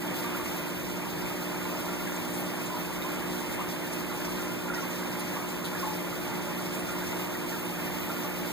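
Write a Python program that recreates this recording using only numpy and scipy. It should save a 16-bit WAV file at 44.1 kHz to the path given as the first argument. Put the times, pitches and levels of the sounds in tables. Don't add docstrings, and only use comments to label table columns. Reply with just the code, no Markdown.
import sys
import numpy as np
from scipy import signal
from scipy.fft import rfft, irfft, next_fast_len
from scipy.io import wavfile
from scipy.ndimage import map_coordinates

SR = 44100
rng = np.random.default_rng(int(sys.argv[2]) if len(sys.argv) > 2 else 0)


def transcribe(signal):
    frames = np.atleast_2d(signal).T
    limited = np.clip(frames, -1, 1)
    pcm = np.round(limited * 32767).astype(np.int16)
    wavfile.write(sys.argv[1], SR, pcm)


N = 375727
MAINS_HZ = 60.02


def amp(db):
    return 10 ** (np.asarray(db) / 20)


def unit(x):
    return x / np.sqrt(np.mean(x ** 2) + 1e-20)


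def along(points, hz):
    f, v = np.transpose(points)
    return np.interp(np.log(hz + 1), np.log(f + 1), v)


def wobble(per_s):
    return map_coordinates(rng.standard_normal(int(N * per_s / SR) + 4), [np.arange(N) * per_s / SR])


def filtered(x, response):
    m = next_fast_len(N + SR // 2)
    return irfft(rfft(x, m) * response(np.fft.rfftfreq(m, 1 / SR)), m)[..., :N]


def band(hz, centre_hz, octaves):
    return np.exp(-(np.log2((hz + 1) / centre_hz) / octaves) ** 2)


def add(track, s, sound):
    part = track[..., max(round(s * SR), 0):][..., :sound.shape[-1]]
    part += sound[..., :part.shape[-1]]


def at_ports(pair, colour):
    # (frequency [Hz], correlation [-1..1])
    alike = [(30, -0.61), (60, -0.99), (125, 0.29), (250, 0.25), (500, 0.66), (900, 0.42), (2000, -0.037),
             (15000, 0.058)]
    # (frequency [Hz], left over right [dB])
    shade = [(3400, 0.5), (4800, 20), (6200, 3), (9000, 2), (10300, 20), (11700, 3), (13000, 6), (14500, 5)]
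    width = lambda hz: np.arccos(np.clip(along(alike, hz), -1, 1)) / 2
    mid, side = filtered(pair, lambda hz: colour(hz) * np.array([np.cos(width(hz)), np.sin(width(hz))]))
    pan = lambda hz: np.arctan(amp(along(shade, hz)))
    balance = lambda hz: np.sqrt(2) * np.array([np.sin(pan(hz)), np.cos(pan(hz))])
    return filtered(np.array([mid + side, mid - side]), balance)


def noise_bed(colour):
    return unit(at_ports(rng.standard_normal((2, N)), colour))


def room(x):
    # (frequency [Hz], time to fall 60 dB [s])
    decay = [(200, 0.52), (1500, 0.15), (12000, 0.081)]
    hz, t, spectrum = signal.stft(rng.standard_normal((2, SR // 3)), SR, nperseg=256)
    tail = signal.istft(spectrum * amp(-60 * t / along(decay, hz)[:, None]), SR, nperseg=256)[1]
    return signal.fftconvolve(x[None], tail / np.linalg.norm(tail[0]), axes=1)[:, :N]


def ring(t, hz, cycles, rise, lead=0):
    age = t * hz / cycles
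    phase = 2 * np.pi * hz * t * (1 + rise * age / 2) + lead
    return np.sin(phase) * np.exp(-age) * (1 - np.exp(-t * hz))


def swarm(count, low_hz, high_hz, cycles, spread_db, tilt, bubble_gain, wash, grain_samples):
    t, pair = np.arange(grain_samples) / SR, np.zeros((2, N))
    for _ in range(10):
        when, pitch, strength = rng.random((count // 10, 3)).T[..., None]
        hz = low_hz * (high_hz / low_hz) ** pitch
        accent = amp(-spread_db * np.log(np.maximum(strength, np.exp(-4))))
        grains = (hz / low_hz) ** tilt * accent * ring(t, hz, cycles, rise=0.013)
        places = (when * N).astype(int) + np.arange(grain_samples)
        bubbles = unit(np.bincount(places.ravel(), grains.ravel(), N)[:N])
        pair += room(rng.standard_normal(N) + bubble_gain * bubbles)
    return unit(unit(pair) + wash * rng.standard_normal((2, N)))


def rumble():
    # (frequency [Hz], relative level [dB])
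    tone = [(20, -12), (38, -10), (56, 8.5), (82, 2.5), (110, -12), (200, -46)]
    # (time [s], level at the crest [dB], centre [Hz])
    swells = [(.83, -53, 56), (4.32, -47, 54), (6.98, -49, 80.5)]
    t, swell_s = np.arange(N) / SR, 0.17
    out = amp(-52.5 + 2 * wobble(6)) * noise_bed(lambda hz: amp(along(tone, hz)))
    for s, db, centre_hz in swells:
        boom = noise_bed(lambda hz: band(hz, centre_hz, octaves=0.4))
        out += amp(db) * np.exp(-((t - s) / swell_s) ** 2) * boom
    return out


def coil_hum():
    # (mains multiple, left [dB], right [dB], left lead [rad])
    harmonics = [(1, -69, -60.5, -4), (2, -55.5, -61.5, -2.5), (3, -45.5, -47, -0.23), (4, -55, -43, 2.5),
                 (5, -44.5, -45.5, 0.34), (6, -41.5, -42, 1.77), (7, -61.5, -57, -0.5), (8, -59, -58, -1.5),
                 (9, -54, -78, 1), (10, -53.5, -60, 0.5), (11, -57.5, -75, 0), (15, -62, -61.5, -0.5)]
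    t, out = np.arange(N) / SR, np.zeros((2, N))
    flutter_db = 0.9 * wobble(20)
    for multiple, left_db, right_db, lead in harmonics:
        lag = 0.34 * multiple ** 2
        phase = 2 * np.pi * multiple * MAINS_HZ * t - lag + 0.1 * wobble(20)
        partial = np.array([amp(left_db) * np.sin(phase + lead), amp(right_db) * np.sin(phase)])
        out += np.sqrt(2) * amp(flutter_db + 0.62 * wobble(2.07)) * partial
    return out


def impeller_chatter():
    # (mains multiple, rattle multiple, left [dB], right [dB], left lead [rad])
    sidebands = [(3, -1, -60, -56, -.5), (3, 1, -61, -57, .3), (4, 1, -65, -63, 1.6), (5, -1, -61, -63, -1),
                 (5, 1, -62, -54.5, 0), (5, 2, -64, -61, -.2), (6, -1, -56.5, -52.5, -.4),
                 (6, 1, -57.5, -70, 3), (7, -1, -58.5, -64, 1.6), (7, 1, -67, -55.5, 2.9),
                 (8, -2, -61, -61, 1.1), (7, 2, -55.5, -61, 1.7), (8, -1, -61, -60, -.5),
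                 (8, 1, -58.5, -64, -.2), (8, 2, -60, -67, -1.6), (10, 2, -60, -64, .2)]
    rattle_hz = 15.72
    t, out = np.arange(N) / SR, np.zeros((2, N))
    for multiple, side, left_db, right_db, lead in sidebands:
        hz = multiple * MAINS_HZ + side * rattle_hz
        phase = 2 * np.pi * (hz * t + rng.random()) + np.array([[lead], [0]]) + 0.39 * wobble(1.44)
        out += np.sqrt(2) * amp([[left_db], [right_db]]) * amp(1.3 * wobble(1.98)) * np.sin(phase)
    return out


def housing_drone():
    # (frequency [Hz], relative level [dB])
    tone = [(60, -43), (105, -4), (130, -7.5), (168, 2.5), (215, -2), (230, -4.5), (246, 2), (270, -5),
            (340, -0.5), (400, -7), (470, -8), (600, -4), (1200, -26.5)]
    return amp(-41.5) * noise_bed(lambda hz: amp(along(tone, hz)))


def spray():
    # (time [s], level before trim [dB], centre [Hz], length [s], width [octaves])
    spits = [(0.09, -46, 5500, .025, .35), (0.185, -34.5, 12500, .04, 0.54),
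             (0.185, -35.5, 4500, .025, 0.54), (.557, -36, 13000, .025, .4), (2.331, -35, 8000, 0.032, .6),
             (2.38, -35, 12000, 0.046, .6), (2.654, -36, 7500, 0.026, 0.41), (2.66, -42, 3900, 0.022, .25),
             (3.923, -32, 7000, 0.029, 1.7), (4.244, -33, 5400, 0.025, 0.6),
             (4.737, -34, 5330, 0.023, 0.28), (4.799, -38, 5800, 0.04, .25), (5.193, -33, 9200, .017, 0.24),
             (5.64, -32.5, 3500, .042, 0.41), (5.644, -35, 10000, .032, 0.58), (6.789, -37, 9000, .02, .3),
             (6.914, -38, 8500, 0.022, 0.27), (7.649, -37.5, 10200, .015, .2), (8.0, -37, 15000, .012, .2)]
    faint_per_s, low_hz, high_hz, trim_db = 22, 6000, 14000, -7
    t, out = np.arange(4096) / SR, np.zeros((2, N))
    bins_hz = np.fft.rfftfreq(len(t), 1 / SR)
    faint = []
    for when, strength, pitch in rng.random((faint_per_s * N // SR, 3)):
        db = -46.5 - np.log(max(strength, 0.05))
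        faint.append((when * N / SR, db, low_hz * (high_hz / low_hz) ** pitch, 0.011, 0.3))
    for s, db, hz, length, octaves in list(spits) + faint:
        hiss = unit(irfft(rfft(rng.standard_normal((2, len(t)))) * band(bins_hz, hz, octaves)))
        age = 3 * t / length
        add(out, s, amp(db + trim_db) * age * np.exp(1 - age) * hiss)
    return at_ports(out, lambda hz: 1)


def plops():
    # (time [s], level before the mix [dB], pitch [Hz], left lead [rad])
    bubbles = [(0.079, -35.5, 3293, -2.1), (0.243, -35, 1167, 0.1), (0.347, -37, 1417, 0),
               (0.396, -35, 1159, 0), (1.694, -37.5, 1186, -0.1), (1.881, -37, 1380, 0),
               (2.074, -36.5, 1633, 0.2), (2.704, -34.5, 1022, 0.2), (2.74, -34.5, 970, 0.2),
               (2.767, -36, 1288, -0.1), (3.022, -33, 3746, 0), (3.045, -34.5, 1030, 0.4),
               (3.128, -37.5, 1355, 0), (3.22, -36, 1633, 0.6), (3.593, -32.5, 1003, 0.6),
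               (3.608, -34.5, 1202, 0), (4.098, -36.5, 1409, 0), (4.657, -36, 987, -0.2),
               (4.678, -36, 1440, 0), (4.7, -28, 1409, 0), (4.735, -33, 1480, 0.3),
               (4.756, -33.5, 1910, -0.5), (4.784, -34.5, 1360, 0), (4.826, -35, 1092, -0.4),
               (5.137, -38, 1527, 0), (5.362, -33, 1159, -0.1), (5.731, -36, 1398, 0),
               (5.751, -30, 1684, 1), (5.829, -29, 1073, 0), (5.84, -34, 860, 0.4),
               (5.871, -31.5, 849, 0.4), (5.92, -35, 860, 0.4), (6.163, -37, 1440, 0.3),
               (6.663, -36, 2200, 2.5), (6.887, -36, 1398, 0), (7.349, -34.5, 1918, -0.7),
               (7.519, -34, 1813, 1.4), (7.54, -35, 1400, 0), (8.097, -34, 1382, 0),
               (8.242, -36, 841, -0.3), (8.244, -35.5, 1159, -0.1)]
    shed_db, shed_span_s, shed_octaves = -10, 0.04, 0.2
    direct_db, reverb_db = -0.7, -4
    t, pair = np.arange(SR // 8) / SR, np.zeros((2, N))
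    for s, db, hz, lead in bubbles:
        leads = np.array([[lead], [0]])
        add(pair, s, amp(db) * ring(t, hz, cycles=14, rise=0.003, lead=leads))
        for delay, pitch in rng.random((3, 2)):
            shed_hz = hz * 2 ** (shed_octaves * (2 * pitch - 1))
            blip = ring(t, shed_hz, cycles=7, rise=0.02, lead=leads)
            add(pair, s + shed_span_s * delay, amp(db + shed_db) * blip)
    return amp(direct_db) * pair + amp(reverb_db) * room(pair[0])


def fizz():
    # (frequency [Hz], relative level [dB])
    tone = [(1500, -38), (3400, 5), (4300, 1.1), (5800, -0.5), (7200, -2.5), (8700, 1), (9900, -6),
            (11000, -9.5), (12700, 2.5), (14000, 4), (15500, 0.5)]
    # (time [s], gain [dB])
    treble_ride = [(0, -0.5), (2.8, -0.5), (3.3, -1.5), (4, -0.5), (4.5, -1.5), (5.1, -0.5), (6.2, -1.5),
                   (7.6, -.1), (8.2, 2), (8.52, 0)]
    prickle = swarm(count=4000, low_hz=4980, high_hz=15400, cycles=2.2, spread_db=4, tilt=0.4,
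                    bubble_gain=0.43, wash=0.55, grain_samples=200)
    sizzle = unit(at_ports(prickle, lambda hz: amp(along(tone, hz))))
    top = filtered(sizzle, lambda hz: hz > 10400)
    top_db = np.interp(np.arange(N) / SR, *np.transpose(treble_ride)) + wobble(30)
    return sizzle + (amp(top_db) - 1) * top


def churn():
    # (frequency [Hz], relative level [dB])
    tone = [(60, -49), (150, -4.5), (400, -8.5), (600, 0.5), (700, 0.5), (900, -1), (1300, -3.5),
            (1650, -4.5), (2000, -3), (2700, -3.5), (4200, -22), (8000, -21)]
    # (centre [Hz], width [Hz], gain [dB])
    hood = [(602, 20, 3), (689, 30, -4), (790, 40, -1.5), (850, 40, 0.5), (932, 26, 2.5), (995, 30, 1),
            (1085, 24, 1.2), (1119, 26, -3.5), (1165, 50, 1.5), (1313, 40, -3), (1405, 30, 5),
            (1625, 30, 2), (1755, 60, -2.5), (1797, 24, 3.5), (1991, 60, 2.5), (2101, 26, 2.5),
            (3505, 40, 4)]
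    hood_db = lambda hz: sum(db / (1 + (2 * (hz - centre) / width) ** 2) for centre, width, db in hood)
    water = swarm(count=6000, low_hz=799, high_hz=3405, cycles=8, spread_db=2, tilt=0.89,
                  bubble_gain=0.4, wash=0.8, grain_samples=1400)
    return unit(at_ports(water, lambda hz: amp(along(tone, hz) + hood_db(hz))))


def outflow():
    surge_db = -0.5 * wobble(3.92)
    rush, sizzle = churn(), fizz()
    rush_db = -38 + surge_db + 0.4 * wobble(16)
    sizzle_db = -41 + surge_db + 1.26 * wobble(30)
    return amp(rush_db) * rush + amp(sizzle_db) * sizzle


def scene():
    pump = coil_hum() + impeller_chatter() + housing_drone()
    return pump + outflow() + plops() + spray() + rumble()


def record(dry):
    # (frequency [Hz], share [0..1])
    cross_feed = [(500, 0), (1400, 1)]
    delay_samples, high_cut_hz = 16, 15520
    share = lambda hz: along(cross_feed, hz)
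    wide = dry - filtered(dry[::-1], lambda hz: share(hz) * np.exp(-2j * np.pi * hz * delay_samples / SR))
    lean_right = 0.11 * np.array([[-1], [1]]) * wide.mean(axis=0)
    return filtered(wide + lean_right, lambda hz: (hz < high_cut_hz) / np.sqrt(1 + share(hz) ** 2))


dry = scene()
out = record(dry)
transcribe(out)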